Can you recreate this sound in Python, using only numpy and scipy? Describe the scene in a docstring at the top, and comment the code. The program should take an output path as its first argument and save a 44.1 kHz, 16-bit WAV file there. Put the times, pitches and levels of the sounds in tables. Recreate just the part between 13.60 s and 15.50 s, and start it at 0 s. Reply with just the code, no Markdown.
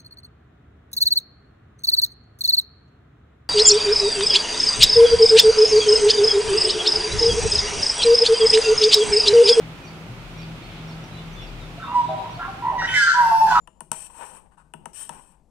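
"""A small mirror is turned by hand on a wooden board, between short presses of a roller glass cutter.
First the wheel squeals faintly and three contacts sound, each a bright tick in the glass and a hollow
knock of the pane on the board. The pane then slides, hissing over grit and rocking. Near one second
fingers brush it as they change grip; three more contacts and a short turn back follow, and it settles.
Throughout, the sound lies well to the left in a small room with a low steady noise."""
import sys
import numpy as np
from scipy import signal
from scipy.io import wavfile
from scipy.ndimage import uniform_filter1d

SR = 44100
rng = np.random.default_rng(int(sys.argv[2]) if len(sys.argv) > 2 else 0)


def persist_wave(psi):
    """Save psi, clipped to +-1, as 16-bit WAV."""
    counts = np.round(np.clip(psi, -1, 1) * 32767).astype(np.int16)
    wavfile.write(sys.argv[1], SR, np.atleast_2d(counts).T)


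N = 83790
T = np.arange(N) / SR

# Contacts of cutter and pane. Each row: start in seconds, levels of tick, crack, knock and thump in dB,
# pitch factor of the knock, tilt of the tick in dB per octave.
IMPACTS = [(0.0734, -43.5, -41, -35.5, -45.5, 1.005, -4), (0.2054, -30, -37.5, -29, -34, 1.025, -0.5),
           (0.3156, -14.5, -26, -20, -32.5, 0.96, -2.5), (1.1363, -38, -32, -29.5, -30, 0.97, 7),
           (1.2560, -31.5, -36.5, -26.5, -34, .98, -2.5), (1.492, -28, -34, -25.5, -33, 0.98, -2)]
def contacts():
    """Impact excitation: each contact ticks and cracks in the glass and sets pane and board ringing."""
    out = np.zeros(N)
    for start, tick_db, crack_db, knock_db, thump_db, pitch, tilt in IMPACTS:
        add(out, start, amp(tick_db) * tick(tilt))
        add(out, start, amp(crack_db) * crack())
        add(out, start, amp(knock_db) * knock(pitch) + amp(thump_db) * thump())
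    return signal.lfilter(*signal.butter(2, 119, "high", fs=SR), out)  # a small pane radiates little bass


# Spectrum of a tick. Each row: frequency in Hz, relative level in dB before the tilt.
TICK_SPECTRUM = [(300, -23), (1200, -21.5), (2800, -11.5), (3600, -23), (4800, -24), (5900, -9.5),
                 (6900, -17), (7700, -3), (8600, 2), (9500, -5), (10500, -13.5), (12500, -21.5),
                 (15500, -33)]
def tick(tilt):
    """Source and filter: the glass colours a crunch into a bright tick."""
    return colour(crunch(), [(hz, db + tilt * np.log2(hz)) for hz, db in TICK_SPECTRUM])


def crunch(rise_s=0.00087, hold_s=0.0022, fall_s=0.00067, rattle_db=-22.5, rattle_s=0.036):
    """A brief force has a broad spectrum: milliseconds of noise, then a faint rattle of grit."""
    t = T[:SR // 8]
    burst = np.minimum(t / rise_s, 1) * np.exp(-np.maximum(t - hold_s, 0) / fall_s)
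    rattle = amp(rattle_db) * np.exp(-t / rattle_s)
    return (burst + rattle) * rng.choice([-1, 1], len(t))


# Spectrum of a crack. Each row: frequency in Hz, relative level in dB.
CRACK_SPECTRUM = [(200, -31), (800, -9), (1300, 6), (1900, 0.5), (2300, -13), (2900, 4.5), (3500, -8.5),
                  (4300, -24.5), (5200, -22.5), (9000, -42.5)]
def crack(delay_s=0.00095, rise_s=0.00081):
    """Impact transient: the pane's edge slaps just behind the tick."""
    age = np.maximum(T[:SR // 40] - delay_s, 0) / rise_s
    return colour(age * np.exp(1 - age) * rng.choice([-1, 1], len(age)), CRACK_SPECTRUM)


# Modes of the pane. Each row: nominal frequency in Hz, relative level in dB, T60 in seconds.
PANE_MODES = [(473, -10.5, 0.058), (639, -13.5, 0.073), (888, -6, 0.054), (958, 3.5, 0.036),
              (1106, -8.5, 0.036), (1361, -5, 0.03), (1577, -14, 0.026), (1990, -22, 0.012),
              (2726, -16.5, 0.024), (3070, -13.5, 0.016)]
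def knock(pitch):
    """Free vibration: the pane rings hollowly on the board."""
    return ring(PANE_MODES, pitch)


# Modes of the board. Each row: nominal frequency in Hz, relative level in dB, T60 in seconds.
BOARD_MODES = [(163.3, -9, 0.2), (231.2, -2, 0.055), (313, -6, .04), (364, 1.5, 0.056), (424.4, -4, 0.055)]
def thump():
    """Free vibration: the board answers in its low modes."""
    return ring(BOARD_MODES, pitch=0.97)


def ring(modes, pitch, detune=0.035, rise_cycles=2.1, delay_at_1khz_s=0.002005):
    """Modal superposition: damped sines add up; the low ones arrive later and build more slowly."""
    t, out = T[:SR // 3], 0
    for (hz, db, t60), chance in zip(modes, rng.standard_normal(len(modes))):
        hz = hz * pitch * (1 + detune * chance)
        age = np.maximum(t - delay_at_1khz_s * np.sqrt(1000 / hz), 0)
        rise = np.minimum(age * hz / rise_cycles, 1)
        out = out + rise * amp(db - 60 * age / t60) * np.sin(2 * np.pi * hz * age)
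    return out


# Three slides of the pane. Each row: time in seconds, relative levels of hiss and of rub in dB.
FIRST_TURN = [(0.335, -34.5, -56), (0.347, -62, -43), (0.355, -40, -59), (0.377, -40, -54.5),
              (0.469, -43, -63), (0.493, -67, -63), (0.501, -56, -51.5), (0.517, -55, -61),
              (0.577, -47, -49.5), (0.629, -46, -36.5), (0.657, -45, -48), (0.705, -47, -52.5),
              (0.725, -50.5, -55), (0.767, -48, -50.5), (0.841, -75, -70.5), (0.86, -90, -64)]
RETURN_TURN = [(1.347, -45.5, -61), (1.355, -39, -78), (1.417, -35, -54), (1.484, -50.5, -74)]
SETTLING = [(1.51, -56, -51.5), (1.528, -50, -48), (1.566, -52.5, -53.5), (1.594, -54, -52),
            (1.614, -56, -63), (1.716, -62, -67), (1.72, -60, -65.5), (1.814, -96, -75.5),
            (1.83, -86, -101)]
# The pane catches on grit as it starts to move. Each row: start in seconds, level in dB.
GRIT_CATCHES = [(1.3314, -39), (1.3382, -40.5), (1.3442, -38)]
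# The pane rocks as it slides. Each row: start in seconds, level in dB.
ROCKING_KNOCKS = [(.498, -46), (.6085, -30), (0.6132, -48), (.6250, -32.5), (0.6383, -49), (.716, -39.5),
                  (1.587, -69)]
def slides(hiss_gain_db=3, rub_gain_db=5, start_s=0.008, stop_s=0.022):
    """Sliding friction: grit hisses in the glass and rubs the board; the pane catches and rocks."""
    hiss, rub, rocking = np.zeros((3, N))
    for slide in (FIRST_TURN, RETURN_TURN, SETTLING):
        times, hiss_db, rub_db = np.transpose(slide)
        outside = np.maximum((times[0] - T) / start_s, (T - times[-1]) / stop_s)
        moving = np.exp(-np.maximum(outside, 0) ** 2)
        hiss += moving * amp(np.interp(T, times, hiss_db) + hiss_gain_db)
        rub += moving * amp(np.interp(T, times, rub_db) + rub_gain_db)
    hiss, rub = hiss * grit(), rub * grit()
    for start, db in GRIT_CATCHES:
        add(hiss, start, amp(db) * crunch())
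    for start, db in ROCKING_KNOCKS:
        add(rocking, start, amp(db) * knock(pitch=0.97))
    return glass_hiss(edge_echoes(hiss)) + hollow_rub(rub) + rocking


def grit(grains_per_s=7700, spread_db=2.5):
    """Shot noise: dense tiny impacts of uneven size fall at random times."""
    size = amp(spread_db * np.minimum(rng.exponential(1, N), 4))
    return unit(size * rng.choice([-1, 1], N) * (rng.random(N) < grains_per_s / SR))


# Waves returning from the pane's edges. Each row: delay in milliseconds, mean relative strength.
EDGE_REFLECTIONS = [(1.17, 0.5), (1.56, 0.25), (2.85, 0.53), (3.45, 0.73)]
def edge_echoes(x, drift=0.64, drift_s=0.16):
    """Comb filtering: echoes in the pane interfere, their strengths drifting at random as it turns."""
    out, power = x, 1
    for ms, strength in EDGE_REFLECTIONS:
        wander = np.interp(T / drift_s, np.arange(40), rng.standard_normal(40))
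        gain = strength * (1 + drift * wander)
        out = out + gain * np.roll(x, round(ms * SR / 1000))
        power = power + gain ** 2
    return out / np.sqrt(power)


# Gaps between the pane's resonances. Each row: frequency in Hz, width in percent of that frequency.
ANTIRESONANCES = [(3400, 2.4), (5170, 5.1), (7020, 5.5)]
# Spectrum of glass on grit. Each row: frequency in Hz, relative level in dB.
HISS_SPECTRUM = [(200, -27.5), (1200, -18.5), (2200, -23.5), (2950, -9.5), (3450, -25.5), (4300, -22.5),
                 (5150, -28.5), (5550, -10), (6400, -21.5), (7020, -15.5), (7400, -8), (8300, -2.5),
                 (9100, -2.5), (10200, -20.5), (11700, -20.5), (13000, -38.5), (14300, -25), (15400, -34),
                 (16000, -58.5)]
def glass_hiss(friction):
    """Antiresonance: the pane colours the hiss and hardly radiates between its resonances."""
    for hz, percent in ANTIRESONANCES:
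        friction = signal.lfilter(*signal.iirnotch(hz, 100 / percent, SR), friction)
    return colour(friction, HISS_SPECTRUM)


# Spectrum of the rub. Each row: frequency in Hz, relative level in dB.
RUB_SPECTRUM = [(60, -27), (160, -20), (290, -10), (480, -5.5), (680, -10), (860, 0), (1020, -1.5),
                (1200, -6), (1400, -6.5), (1900, -17), (2800, -16.5), (3400, -27), (7000, -51.5)]
def hollow_rub(friction, note_hz=911, q=6):
    """Resonance: the pane's main note stands out of the rub."""
    rub = colour(friction, RUB_SPECTRUM)
    note = signal.lfilter(*signal.iirpeak(note_hz, q, SR), rub)
    return 0.88 * (rub + 0.58 * note)


# Changes of grip. Each row: start in seconds, length in seconds, level in dB.
BRUSH_STROKES = [(0.91, 0.052, -55), (.969, 0.064, -48.5), (1.032, 0.095, -64)]
# Spectrum of fingers on glass. Each row: frequency in Hz, relative level in dB.
BRUSH_SPECTRUM = [(200, -40), (700, -7.5), (920, 3), (1100, -1), (1500, -3.5), (1900, -18.5), (2400, -22),
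                  (2850, -15.5), (3400, -30.5), (6800, -31), (8400, -11), (10000, -27.5), (15000, -51)]
def finger_brushes(rise_s=0.011):
    """Skin friction: fingers brush the pane in strokes that rise quickly and fade."""
    envelope = np.zeros(N)
    for start, length, db in BRUSH_STROKES:
        t = T[T < length]
        add(envelope, start, amp(db) * np.minimum(t / rise_s, 1) * np.sqrt(1 - t / length))
    return colour(envelope * grit(), BRUSH_SPECTRUM)


# Drags of the hand. Each row: time of the peak in seconds, half length in seconds, level in dB.
DRAG_SWELLS = [(0.191, 0.045, -59), (0.735, 0.019, -53.5), (0.851, 0.07, -58.5), (1.244, 0.082, -52.5),
               (1.29, 0.062, -71), (1.54, 0.077, -52)]
# Spectrum of a hand on wood. Each row: frequency in Hz, relative level in dB.
DRAG_SPECTRUM = [(50, -13.5), (110, -7.5), (162, -3.5), (200, -1), (320, -6), (450, -13), (700, -13),
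                 (920, -4.5), (1300, -24.5), (3000, -41), (8000, -51.5)]
def hand_drags():
    """Friction on wood: the hand drags on the board in dull swells."""
    envelope = sum(amp(db) * np.exp(-((T - peak) / half) ** 2) for peak, half, db in DRAG_SWELLS)
    return colour(envelope * grit(), DRAG_SPECTRUM)


# Envelope of the squeal. Each row: time in seconds, level in dB.
SQUEAL_LEVELS = [(0, -71.5), (.015, -61), (.045, -61), (.06, -79.5), (.09, -67.5), (.13, -74), (.16, -68),
                 (.2, -73), (.22, -92)]
def wheel_squeal(pitch_hz=7154, waver_hz=20):
    """Frequency modulation: the rolling cutter wheel gives a thin tone that wavers at random."""
    times, db = np.transpose(SQUEAL_LEVELS)
    waver = unit(uniform_filter1d(rng.standard_normal(N), size=400))
    phase = 2 * np.pi * np.cumsum(pitch_hz + waver_hz * waver) / SR
    return amp(np.interp(T, times, db)) * (T < times[-1]) * np.sin(phase)


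# Decay of the room. Each row: frequency in Hz, T60 in seconds.
REVERB_TIMES = [(150, .45), (500, 0.59), (1000, 0.26), (3000, 0.38), (8500, 0.38), (15000, 0.29)]
def room(x, early_db=-9.5, early_s=0.0026, tail_db=-11):
    """Reverberation: quick reflections off the bench and a short tail reach one ear."""
    t = T[:SR // 2]
    early, tail = rng.standard_normal((2, len(t)))
    early *= np.exp(-t / early_s) * (t > 0.001)
    hz, age, spectrum = signal.stft(tail * np.minimum(t / 0.004, 1), SR, nperseg=256)
    decay = amp(-60 * age / read(REVERB_TIMES, hz)[:, None])
    tail = signal.istft(spectrum * decay, SR, nperseg=256)[1][:len(t)]
    reflections = amp(early_db) * early / np.linalg.norm(early) + amp(tail_db) * tail / np.linalg.norm(tail)
    return signal.fftconvolve(x, reflections)[:N]


# Path to the right ear. Each row: frequency in Hz, gain in dB.
RIGHT_SHADING = [(60, 7), (200, -6), (400, -2), (900, -18), (1300, -12), (2400, -10), (4400, -2),
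                 (6000, -11.5), (8200, -28), (11000, -15.5), (15000, -4)]
def shaded_ear(x):
    """Acoustic shadow: the bench and its reflections reach the right ear weakened and coloured."""
    return signal.fftconvolve(0.5 * x + amp(-2.5) * room(x), response(RIGHT_SHADING))[:N]


# Spectrum of the room noise. Each row: frequency in Hz, relative level in dB.
NOISE_SPECTRUM = [(20, 4), (43, 5), (60, 3.5), (120, -9.5), (160, 1.5), (230, -8.5), (500, -15.5),
                  (900, -17.5), (1500, -34.5), (4000, -39.5), (8500, -36.5), (12000, -42), (14000, -61.5)]
def room_noise(level_db=-56.5, right_db=-10.5, correlation=0.91):
    """Partial coherence: a low steady noise is much alike in both ears, though weaker on the right."""
    left, independent = (colour(noise, NOISE_SPECTRUM) for noise in rng.standard_normal((2, N)))
    right = correlation * left + np.sqrt(1 - correlation ** 2) * independent
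    return amp(level_db) * np.array([left, amp(right_db) * right])


def amp(db):
    """Amplitude ratio of a level in decibels."""
    return 10 ** (np.asarray(db) / 20)


def unit(x):
    """Normalisation to rms 1."""
    return x / np.sqrt(np.mean(x ** 2) + 1e-20)


def read(points, hz):
    """Interpolation on a log-frequency axis."""
    f, value = np.transpose(points)
    return np.interp(np.log(hz + 1), np.log(f + 1), value)


def add(mix, start_s, sound):
    """Superposition: a sound joins the mix at its start time."""
    part = mix[max(round(start_s * SR), 0):][:len(sound)]
    part += sound[:len(part)]


def response(points, size=4096):
    """Minimum phase: a causal impulse response with the given spectrum."""
    log_gain = np.log(amp(read(points, abs(np.fft.fftfreq(size, 1 / SR)))))
    return np.fft.ifft(np.exp(np.conj(signal.hilbert(log_gain)))).real[:size // 2]


def colour(x, points):
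    """Convolution: shapes a spectrum, keeping the power of white noise."""
    h = response(points)
    return signal.fftconvolve(x, h / np.linalg.norm(h))[:N]


def scene():
    """Binaural hearing: the left ear faces the bench; friction, being spread out, differs in each ear."""
    cutter = contacts() + wheel_squeal()
    left, right = (cutter + slides() + finger_brushes() + hand_drags() for ear in range(2))
    right = shaded_ear(right)
    return np.array([left + room(left), right]) + room_noise()


def record(dry, cutoff_hz=15800):
    """Band limiting: a steep low-pass removes the highest treble."""
    low_pass = signal.firwin(511, cutoff_hz, window=("kaiser", 9), fs=SR)
    return signal.oaconvolve(dry, low_pass[None], "same")


dry = scene()
out = record(dry)
persist_wave(out)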